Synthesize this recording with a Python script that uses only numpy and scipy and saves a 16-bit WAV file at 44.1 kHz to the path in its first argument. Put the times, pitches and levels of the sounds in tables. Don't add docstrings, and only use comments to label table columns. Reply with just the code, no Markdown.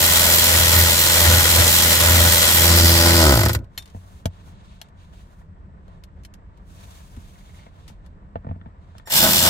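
import sys
import numpy as np
from scipy import signal
from scipy.fft import rfft, irfft
from scipy.io import wavfile
from scipy.ndimage import uniform_filter1d

SR = 44100
rng = np.random.default_rng(int(sys.argv[2]) if len(sys.argv) > 2 else 0)


def amplitude_ratio(level_db):
    exponent = np.asarray(level_db, float) / 20
    return 10 ** exponent


def generate_wav(signal):
    frames = np.transpose(np.atleast_2d(signal))
    scaled = np.clip(frames, -1, 1) * 32767
    pcm = np.round(scaled).astype(np.int16)
    wavfile.write(sys.argv[1], SR, pcm)


N = 418509
TIME_S = np.arange(N) / SR

# t/s, rate/(turns per s)
CRANK_SPEED = [
    [(0, 84.15), (3.19, 84.1), (3.25, 77), (3.30, 69.5), (3.425, 44.5), (3.48, 28.3), (3.52, 17),
     (3.56, 14)],
    [(9.06, 20), (9.09, 30), (9.11, 54), (9.145, 66), (9.17, 80), (9.2, 85), (9.49, 85)],
]
KNOCK_AT_S = [3.549, 9.104]


def contacts(offset, spread_db, jitter):
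    out = np.zeros(N)
    wobble = jitter * drift(40)
    size = amplitude_ratio(spread_db * rng.standard_normal(N))
    for rows, anchor in zip(CRANK_SPEED, KNOCK_AT_S):
        s, speed = np.transpose(rows)
        turns = np.cumsum(np.interp(TIME_S, s, speed, left=0, right=0)) / SR
        turning = (TIME_S > s[0]) * (TIME_S < s[-1])
        phase = turns - turns[round(anchor * SR)] - offset + wobble * turning
        whole_turns = np.floor(np.maximum.accumulate(phase))
        out[1:] += np.diff(whole_turns) * size[1:]
    return out


def chatter(hits, t60, steady, spread_db, alike):
    grains = spread(rng.standard_normal((3, N)), alike) * amplitude_ratio(spread_db * rng.standard_normal(N))
    speed = sum(np.interp(TIME_S, *np.transpose(rows), left=0, right=0) for rows in CRANK_SPEED)
    whirr = steady * (0.2 + 1.25 * speed / 84)
    return rms_one(grains) * (whirr + fade(hits, t60))


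def softened(clicks, hz):
    rebound = clicks - .5 * np.roll(clicks, 130)
    return filtered(rebound, 1, hz)


GRIP_DB, TURNED_S = 1.1, 6


def body(x, peaks, turned, broad_db, low_hz, high_hz):
    grips = [GRIP_DB * drift(6.5) for _ in peaks]

    def resonances(table):
        return sum(amplitude_ratio(db + grip) * resonance(x, hz, width) for (hz, width, db), grip in zip(table, grips))

    out = amplitude_ratio(broad_db) * x + np.where(TIME_S < TURNED_S, resonances(peaks), resonances(turned))
    return evened(filtered(out, 2, [low_hz, min(high_hz, .45 * SR)], "band"))


# t/s, level/dB
EFFORT = [
    [(0, -0.03), (3.2, 0.3), (3.3, -2.5), (3.51, -10), (3.536, -12), (3.552, -15), (3.567, -18),
     (3.605, -50)],
    [(9.062, -53), (9.069, -30), (9.098, -20), (9.114, -8), (9.13, -3), (9.174, 1.5), (9.26, -1.5),
     (9.49, -0.1)],
]
# t/s, load/dB
LOAD = [(0, -1), (2.55, 0), (2.8, 6), (3.1, 8), (3.25, 11), (3.38, 7), (3.7, 3), (9.0, -3), (9.49, -3)]
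PARTS = [
    (-23.3, 0.62, -.05, 0.24),
    (-16, 1.09, -0.04, -0.021),
    (-19, 0.94, -0.26, -.05),
]
MEAN_BITE_DB = -26.5


def part_gains():
    effort, load = in_time(EFFORT)[0], in_time([LOAD])[0]
    bite = np.clip(shaking()[0] * amplitude_ratio(-MEAN_BITE_DB), .3, 3)
    running = effort > 1e-5
    return [amplitude_ratio(db) * effort ** e * load ** l * bite ** b * running for db, e, l, b in PARTS]


# f/Hz, width/Hz, level/dB
YOKE = [(490, 60, -4), (592, 40, 2), (845, 40, -5), (1004, 50, -3.5), (1420, 190, -6), (1930, 250, 1)]
GEARS = [(3274, 430, 1), (4060, 470, -1.5), (4840, 100, -17.5), (5500, 230, -7), (6900, 110, -19.5),
         (7330, 260, 2), (8340, 370, -6.5), (9900, 610, -10.5)]
PAWL = [(12850, 180, -12.5), (12100, 220, -20), (13780, 410, -3), (14000, 490, -9), (15500, 820, 7.5)]
# f/Hz, width/Hz, level/dB
YOKE_TURNED = [(651, 90, 3), (880, 110, 0), (1000, 80, -6), (1590, 80, 1), (1850, 200, -3)]
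GEARS_TURNED = [(3000, 300, 1), (3530, 350, 6.5), (4290, 220, 4), (5000, 300, -1), (5490, 220, 1),
                (7470, 250, 3), (8340, 370, -6.5)]
# f/Hz, level/dB, t60/s
PING_MODES = [(11880, -1.5, .035), (12320, -2.5, .025)]
STRAIN_HZ, STRAIN_WIDTH_HZ = 4850, 640
TURNED_YOKE_DB = -1.5


def ratchet():
    yoke_gain, gear_gain, pawl_gain = part_gains()
    load = in_time([LOAD])[0]
    knock = contacts(offset=0, spread_db=1.5, jitter=.006)
    ping = contacts(offset=-.24, spread_db=2, jitter=.025)
    back = contacts(offset=.3, spread_db=5, jitter=.06)
    blow = softened(load * knock, hz=1100)

    yoke_hits = load ** .6 * knock + .3 * back
    yoke = amplitude_ratio(19.5) * blow + chatter(yoke_hits, t60=.05, steady=.22, spread_db=2, alike=.5)
    gear_hits = load ** .4 * knock + .6 * ping + .25 * back
    gears = amplitude_ratio(9) * blow + chatter(gear_hits, t60=.04, steady=.24, spread_db=2.5, alike=.35)
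    squeal = resonance(gears, STRAIN_HZ, STRAIN_WIDTH_HZ)
    gears = gears + amplitude_ratio(1.0) * np.clip(load - 1, 0, 1.1) * squeal
    pawl_hits = ping + .5 * knock + .2 * back
    pawl = chatter(pawl_hits, t60=.035, steady=.2, spread_db=2.5, alike=.35) + modal(ping, PING_MODES)

    yoke = body(yoke, YOKE, YOKE_TURNED, broad_db=-4.0, low_hz=370, high_hz=2295)
    gears = body(gears, GEARS, GEARS_TURNED, broad_db=2, low_hz=2330, high_hz=11150)
    pawl = body(pawl, PAWL, PAWL, broad_db=3.5, low_hz=10800, high_hz=18120)
    yoke = yoke_gain * yoke * amplitude_ratio(0.9 * drift(5.5) + TURNED_YOKE_DB * (TIME_S > TURNED_S))
    gears = gear_gain * gears * amplitude_ratio(0.48 * drift(14))
    pawl = pawl_gain * pawl * amplitude_ratio(1.5 * drift(6.9))
    return panned(yoke, pan_db=2.2) + panned(gears, pan_db=0.14) + panned(pawl, pan_db=-2.6)


# t/s, hold/s, drumming/dB, buzz/dB
BITES = [(0, 0.33, -30, -40), (.55, 0.099, -21.5, -38), (.785, 0.027, -15, -32), (1.29, 0.057, -14, -30.5),
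         (1.6, 0.0072, -15.5, -31), (1.86, 0.0091, -24, -30.5), (2.09, 0.11, -16, -31),
         (2.25, 0.021, -17.5, -30.5), (2.6, 0.033, -21, -31), (2.71, 0.048, -15, -26),
         (2.84, 0.019, -13, -26.5), (2.92, 0.056, -18, -28), (3.07, 0.23, -16, -25),
         (3.3, 0.17, -17.5, -27.5), (3.555, 0.05, -23.5, -45.5), (9.14, 0.31, -57, -40.5),
         (9.245, 0.03, -31.5, -24.5), (9.33, .04, -36, -31), (9.45, .04, -28.5, -29)]
BITE_RISE_DB_PER_S, BITE_FALL_DB_PER_S = 109.5, 111
REST_DRUM_DB, REST_BUZZ_DB = -28.5, -33.5
STILL_FROM_S, STILL_TO_S, STILL_DB_PER_S = 3.62, 9.14, 500


def shaking():
    idle_s = np.clip(np.minimum(TIME_S - STILL_FROM_S, STILL_TO_S - TIME_S), 0, None)
    coasting_s = CRANK_SPEED[0][-3][0]
    rows = BITES + [(0, coasting_s, REST_DRUM_DB, REST_BUZZ_DB)]
    return strokes(rows, BITE_RISE_DB_PER_S, BITE_FALL_DB_PER_S) * amplitude_ratio(-STILL_DB_PER_S * idle_s)


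# f/Hz, level/dB, t60/s
DRUM_MODES = [(95, -1, 0.065), (101.9, 0.5, 0.022)]
BUZZ_MODES = [(135, -10, .03), (168, 3, .04), (205, 0, .035)]
# f/Hz, level/dB, t60/s
BRACE_MODES = [(250, -4, .05), (335, 2, .055), (420, -18, .03)]
BRACE_DB, BRACE_FOLLOWS = -7.5, 1.0
# f/Hz, level/dB, t60/s
HAMMER_MODES = [(315.6, -3, 0.035), (510, -3.5, 0.039), (645, 1.5, 0.039), (830, -1.5, .03),
                (1000, -1.5, 0.035), (1282, 1, .025), (1510, 0, 0.036)]
# t/s, hold/s, level/dB
JAMS = [
    (1.27, .09, -29.5),
    (2.08, .18, -30.5),
    (2.7, .33, -37),
    (3.04, .17, -26.5),
    (3.21, .14, -19.5),
    (3.36, .12, -27),
    (9.234, .035, -21.5),
    (9.445, .045, -24.5),
]
JAM_RISE_DB_PER_S, JAM_FALL_DB_PER_S = 420, 220
HAMMER_ROUGH_DB, SWAY_DB = -30, -46


def panel():
    drum_gain, buzz_gain = shaking()
    load = in_time([LOAD])[0]
    knock = contacts(offset=.05, spread_db=1, jitter=.004) * load
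    shake = spread(rng.standard_normal((3, N)), alike=0.97)

    drum = modal(knock + amplitude_ratio(-36.0) * shake, DRUM_MODES)
    drum = filtered(drum, 3, [62, 122], "band")
    buzz = modal(knock + amplitude_ratio(-22) * shake, BUZZ_MODES)
    buzz = filtered(buzz, 2, 130, "high")
    brace = modal(knock + amplitude_ratio(-30.0) * shake, BRACE_MODES)
    brace = filtered(brace, 2, 210, "high")
    buzz = evened(buzz) + amplitude_ratio(BRACE_DB) * load ** BRACE_FOLLOWS * evened(brace)
    sway = rms_one(filtered(shake, 2, [20, 60], "band"))

    blows = amplitude_ratio(HAMMER_ROUGH_DB) * shake - np.roll(knock, 30)
    hammer = 0
    for k, (hz, db, t60) in enumerate(HAMMER_MODES):
        hammer = hammer + (-1) ** k * amplitude_ratio(db) * ring(blows, hz, t60)
    hammer = evened(filtered(hammer, 2, 260, "high"))
    hammer = strokes(JAMS, JAM_RISE_DB_PER_S, JAM_FALL_DB_PER_S) * hammer
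    sway = amplitude_ratio(SWAY_DB) * in_time(EFFORT) ** .4 * sway
    return sway - drum_gain * evened(drum) - buzz_gain * buzz + hammer


# t/s, level/dB
CHOP = [(9.054, -100), (9.058, -58), (9.07, -53), (9.095, -59), (9.11, -68), (9.12, -100)]
CHOP_HZ = 1830
CHOP_OVERTONES_DB = [0, -9, -1, 0, -8, -14, -13]


def controller():
    phase = 2 * np.pi * CHOP_HZ * TIME_S
    whine = sum(amplitude_ratio(db) * np.sin((k + 1) * phase) for k, db in enumerate(CHOP_OVERTONES_DB))
    return in_time([CHOP])[0] * np.sqrt(2) * whine


# t/s, peak/dB, ring share, t60/s, pan/dB
CLINKS = [(3.5896, -43, 0.1, 0.025, 3), (3.6435, -52, 0.1, 0.03, 0.0), (3.7771, -24.5, 0.9, 0.069, 2),
          (3.824, -39, 0.08, 0.035, 1), (3.8571, -41, 0.1, 0.04, 3), (3.8764, -45, 0.1, 0.035, -3),
          (3.9, -47, 0.1, 0.031, 3.0), (4.2563, -19, 0.037, 0.028, 0.5), (4.815, -28.5, 0.17, 0.028, 2),
          (4.8858, -54, 0.1, 0.035, 5.5), (5.8804, -57, 0.3, 0.027, 8), (6.037, -39, 0.1, 0.035, 2),
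          (6.235, -48, 0.1, 0.046, 0.5), (6.2493, -36, 0.3, 0.041, 1), (6.339, -40, 0.15, 0.038, 1),
          (6.5744, -56, 0.3, 0.032, 4.5), (7.1644, -48, 0.093, 0.035, 11), (7.879, -39.5, 0.087, 0.1, 2.5),
          (8.0621, -51, 0.088, 0.035, 9), (8.982, -35.5, 0.081, 0.019, 0)]
# f/Hz, level/dB, t60/s
STEEL = [(1870, -12, .05), (2210, -11, .05), (3150, -1, .035), (4200, 1, .04), (7009, -10, .04),
         (11460, -7, .045), (12400, -12, .04)]
# f/Hz, level/dB, t60/s
BAR = [(3612, -2, .17), (5663, -5, .1), (7009, -3, .07), (9049, -9, .14), (11510, 5, .065)]
FREED_S, FREED_DB = 3.7766, -36.5


def clinks():
    rows = np.array(CLINKS)
    share = np.clip(rows[:, 2], .01, 1)
    out = struck(rows, rows[:, 1] + 20 * np.log10(share) - 1.5, rows[:, 4], STEEL, spread_db=2.2)
    freed = 1. * (np.arange(N) == round(FREED_S * SR))
    out += amplitude_ratio(FREED_DB) * modal(freed, BAR)
    hiss = filtered(spread(rng.standard_normal((3, N)), alike=0.1), 1, [1500, 6000], "band")
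    t = np.arange(5000) / SR
    for s, db, _, t60, pan_db in rows:
        i = round(s * SR)
        decay = amplitude_ratio(db + 0.5 - 60 * t / max(t60, .004))
        out[:, i:i + len(t)] += panned(hiss[:, i:i + len(t)] * decay, pan_db)
    return out


# t/s, socket/dB, floor pan/dB
SET_DOWN = [
    (4.2565, -29, -19.5),
    (4.8155, -35, -60),
]
# f/Hz, level/dB, t60/s
SOCKET = [(1700, -9, .03), (2930, 0, .022), (3250, 0, .03), (11590, -14, .05)]
FLOOR_PAN = [(47, -4, .12), (126, 0, .07)]


def set_down():
    rows = np.array(SET_DOWN)
    return modal(clicks_at(rows[:, 0], rows[:, 1]), SOCKET) + modal(clicks_at(rows[:, 0], rows[:, 2]), FLOOR_PAN)


# t/s, peak/dB, thump/dB, pan/dB, hardness/(dB per octave)
KNOCKS = [(3.776, -40, -45.5, 6, 2), (3.946, -41.5, -38, 2.0, -1), (3.963, -52, -43, -1, -3),
          (4.256, -24, -29, 3.5, -1), (4.816, -48, -65, 15, 5), (5.133, -52, -63, 4, 10),
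          (5.881, -52, -60, 3, -3), (7.171, -46, -39, 2.0, 4), (7.664, -45, -51, 3.5, -3),
          (7.899, -49, -49, 15, 7), (8.356, -24.5, -36, -3, 1), (8.446, -40, -42, -3, -2),
          (8.467, -36, -35, -2, -3), (8.489, -35, -34, -2, -3), (8.511, -36, -34, -2, -3),
          (8.559, -51, -43, 7, -7), (8.613, -48, -47, 4, 16), (8.659, -39, -41, 3, 7),
          (8.952, -46, -49, 3.5, 8), (8.998, -43.5, -53, 4, 14)]
# f/Hz, level/dB, t60/s
TRIM = [(290, -21.5, 0.28), (492, 6, 0.04), (672, 11.5, 0.028), (870, 9, 0.04), (1370, 4.5, 0.013),
        (1814, -12, 0.035), (2080, -41, .02), (2860, -33, .015), (3420, -22, .015)]
THUMP = [(90.4, 9.5, 0.16), (160.3, 4, 0.11), (222, 3, 0.062)]


def knocks():
    rows = np.array(KNOCKS)
    trim = struck(rows, rows[:, 1] - 8, rows[:, 3], TRIM, spread_db=2.5, tilt_db=rows[:, 4])
    hits = clicks_at(rows[:, 0], rows[:, 1] - 8.0)
    puff = fade(hits, t60=0.063) * spread(rng.standard_normal((3, N)), alike=0.22)
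    puff = filtered(puff, 2, [350, 2200], "band")
    thump = struck(rows, rows[:, 2], 0 * rows[:, 3], THUMP, spread_db=1.5)
    return filtered(trim + puff + thump, 3, 3800)


# t/s, hold/s, level/dB, airiness/dB
BRUSHES = [(3.618, .01, -75, -12), (3.76, 0.16, -66, 0.1), (3.95, 0.25, -65.5, 5), (4.336, .1, -62.5, -6),
           (4.462, .03, -63.5, 3.5), (4.54, 0.073, -64, -20), (4.653, 0.1, -62.5, -6.5),
           (4.797, .06, -65.5, -14), (5.002, 0.048, -63, -4.5), (5.135, 0.063, -61.5, -1),
           (5.2, 0.2, -72, 4), (5.86, 0.12, -73, -10), (6.19, .01, -74, -18), (6.571, 0.0086, -70, -13),
           (6.705, .08, -62.5, 5), (6.8, 0.2, -59, 6), (6.955, 0.36, -63, 6), (7.349, 0.22, -62, 3.5),
           (7.578, 0.083, -61, -8), (7.758, 0.15, -64, -5), (8.055, 0.0079, -68.5, -15),
           (8.49, .02, -83, -5), (8.66, .02, -82, -20), (8.83, 0.092, -72.5, -13), (8.965, 0.023, -66, -15)]
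BRUSH_RISE_DB_PER_S, BRUSH_FALL_DB_PER_S = 298, 250
# f/Hz, density/(dB per Hz)
RUSTLE_DULL = [(240, -42.5), (400, -14), (652, -3.5), (833, -3.5), (922, -3.5), (1890, -12.5),
               (3000, -32.5), (3900, -34), (6600, -120)]
RUSTLE_BRIGHT = [(1290, -35), (2200, -2.5), (3250, -1.5), (3680, 0), (5210, -10.5), (7500, -10.5),
                 (9750, -19), (16500, -120)]
RUSTLE_AIRY = [(3820, -14), (6500, -7.5), (10000, -11.5), (15100, -16), (16000, -5)]
CLOTH_REST_DB, CLOTH_DULL_DB = -60.5, 1


def rustle():
    rows = [(s, hold, db, db + air_db) for s, hold, db, air_db in BRUSHES]
    bright, airy = strokes(rows, BRUSH_RISE_DB_PER_S, BRUSH_FALL_DB_PER_S)
    dull = np.hypot(amplitude_ratio(CLOTH_REST_DB), amplitude_ratio(CLOTH_DULL_DB) * bright)
    patches = amplitude_ratio(1.0 * drift(25))
    layers = [(dull, RUSTLE_DULL, .6), (bright, RUSTLE_BRIGHT, .35), (airy, RUSTLE_AIRY, .25)]
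    out = 0
    for gain, colour, alike in layers:
        out = out + gain * spread(coloured(colour, (3, N)), alike) * amplitude_ratio(1.1 * drift(14))
    return patches * out


# t/s, level/dB
CREAKS = [
    (7.3567, -54),
    (7.4086, -52),
    (7.4939, -52),
    (7.5457, -49),
    (7.5926, -48),
    (7.6294, -52),
    (7.665, -48),
]
# f/Hz, level/dB, t60/s
SEAT = [(1950, -9, .05), (2120, -5, .06), (2300, -11, .04)]


def seat():
    return modal(clicks_at(*np.transpose(CREAKS)), SEAT)


# f/Hz, density/(dB per Hz)
RUMBLE = [(8.8, -52), (15, -14.5), (43, -1.5), (91, -3), (119, -12.5), (191, -10), (207, -10.5),
          (220, -27.5), (245, -21), (427, -28), (600, -30), (780, -61.5), (1320, -120)]
RUMBLE_DB = -45


def rumble():
    mid, side = coloured(RUMBLE, (2, N))
    swell = amplitude_ratio(RUMBLE_DB + 1.5 * drift(1.7))
    return swell * (mid + amplitude_ratio(-12.0) * side * [[1], [-1]])


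# f/Hz, density/(dB per Hz)
SELF_NOISE = [(1500, -31.5), (2500, 6), (5000, -4), (7300, -9), (7600, -2.5), (7900, -1.5), (9000, -23)]
SELF_NOISE_DB = -77.5


def self_noise():
    return amplitude_ratio(SELF_NOISE_DB) * coloured(SELF_NOISE, (2, N))


def footwell(x, lead_s, wet_db, t60):
    t = np.arange(4000) / SR
    echoes = rng.standard_normal((2, len(t))) * amplitude_ratio(-60 * t / t60) * (t > .002)
    echoes = filtered(echoes, 2, 250, "high")
    echoes *= amplitude_ratio(wet_db) / np.linalg.norm(echoes, axis=1, keepdims=True)
    late = np.interp(np.arange(N) - np.round(lead_s * SR), np.arange(N), x[1])
    return np.array([x[0], late]) + signal.fftconvolve(x, echoes, axes=1)[:, :N]


def struck(rows, level_db, pan_db, modes, spread_db, tilt_db=0):
    at, out = np.round(rows[:, 0] * SR).astype(int), np.zeros((2, N))
    chance = rng.standard_normal((len(at), len(modes), 3))
    sides_db = np.outer([.5, -.5], pan_db)
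    for k, (hz, db, t60) in enumerate(modes):
        clicks = np.zeros((2, N))
        late = np.abs(chance[:, k, 1] * SR / hz / 2).astype(int)
        size_db = level_db + db + spread_db * chance[:, k, 0] + tilt_db * np.log2(hz / 1000)
        clicks[:, at + late] = amplitude_ratio(size_db + sides_db) * np.sign(chance[:, k, 2])
        out += ring(clicks, hz, t60)
    return out


def clicks_at(s, level_db):
    clicks = np.zeros(N)
    clicks[np.round(s * SR).astype(int)] = amplitude_ratio(level_db)
    return clicks


def modal(clicks, modes):
    return sum(amplitude_ratio(db) * ring(clicks, hz, t60) for hz, db, t60 in modes)


def ring(clicks, hz, t60):
    r, w = amplitude_ratio(-60 / (t60 * SR)), 2 * np.pi * hz / SR
    return signal.lfilter([0, np.sin(w)], [1, -2 * r * np.cos(w), r * r], clicks + 1e-18)


def fade(clicks, t60):
    return signal.lfilter([1], [1, -amplitude_ratio(-60 / (max(t60, .001) * SR))], clicks + 1e-18)


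def resonance(x, hz, width):
    r = np.exp(-np.pi * width / SR)
    top = (1 - r * r) / 2 * np.array([1, 0, -1])
    return signal.lfilter(top, [1, -2 * r * np.cos(2 * np.pi * hz / SR), r * r], x)


def filtered(x, order, hz, kind="low"):
    return signal.sosfilt(signal.butter(order, hz, kind, fs=SR, output="sos"), x)


def coloured(spectrum, shape):
    hz, level_db = np.transpose(spectrum)
    f = np.maximum(np.fft.rfftfreq(N, 1 / SR), 1)
    gain = amplitude_ratio(np.interp(np.log(f), np.log(hz), level_db))
    return rms_one(irfft(rfft(rng.standard_normal(shape)) * gain, N))


def strokes(rows, rise_db_per_s, fall_db_per_s):
    t, power = np.arange(0, N + 64, 64) / SR, 0
    for s, hold, *level_db in rows:
        loss_db = rise_db_per_s * np.clip(s - t, 0, None) + fall_db_per_s * np.clip(t - s - hold, 0, None)
        power = power + amplitude_ratio(np.subtract.outer(level_db, loss_db)) ** 2
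    return np.array([np.interp(TIME_S, t, np.sqrt(p)) for p in power])


def in_time(tables):
    out = 0
    for rows in tables:
        s, *columns = np.transpose(rows)
        out = out + np.array([amplitude_ratio(np.interp(TIME_S, s, c, left=-150, right=-150)) for c in columns])
    return uniform_filter1d(out, size=120, mode="nearest")


def drift(rate):
    r = np.exp(-80 * np.pi * rate / SR)
    slow = signal.lfilter([1], [1, -2 * r, r * r], rng.standard_normal(N // 40 + 2002))[2000:]
    return np.interp(np.arange(N) / 40, np.arange(len(slow)), rms_one(slow))


def evened(x):
    power = np.mean(np.atleast_2d(x) ** 2, axis=0)
    power = uniform_filter1d(uniform_filter1d(power, size=2600), size=2600)
    return x / np.sqrt(np.abs(power) + 1e-12)


def rms_one(x):
    return x / np.sqrt(np.mean(x ** 2) + 1e-20)


def spread(draws, alike):
    alike = np.clip(alike, 0, 1)
    return np.sqrt(alike) * draws[0] + np.sqrt(1 - alike) * draws[1:]


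def panned(x, pan_db):
    return x * amplitude_ratio(np.array([[.5], [-.5]]) * pan_db)


def scene():
    tool = footwell(ratchet() + panel(), lead_s=.00015, wet_db=-13, t60=.05)
    steel = footwell(clinks() + set_down(), lead_s=.00002, wet_db=-11, t60=.05)
    hands = footwell(knocks() + rustle() + seat(), lead_s=.00045, wet_db=-11, t60=.05)
    return tool + controller() + steel + hands + rumble() + self_noise()


def band_limit(x):
    return signal.sosfilt(signal.butter(12, 16840, fs=SR, output="sos"), x)


def record(dry):
    cut = signal.sosfilt(signal.cheby2(12, 60, 15800 + 650, fs=SR, output="sos"), dry)
    return band_limit(np.clip(cut, -1, 1))


dry = scene()
out = record(dry)
generate_wav(out)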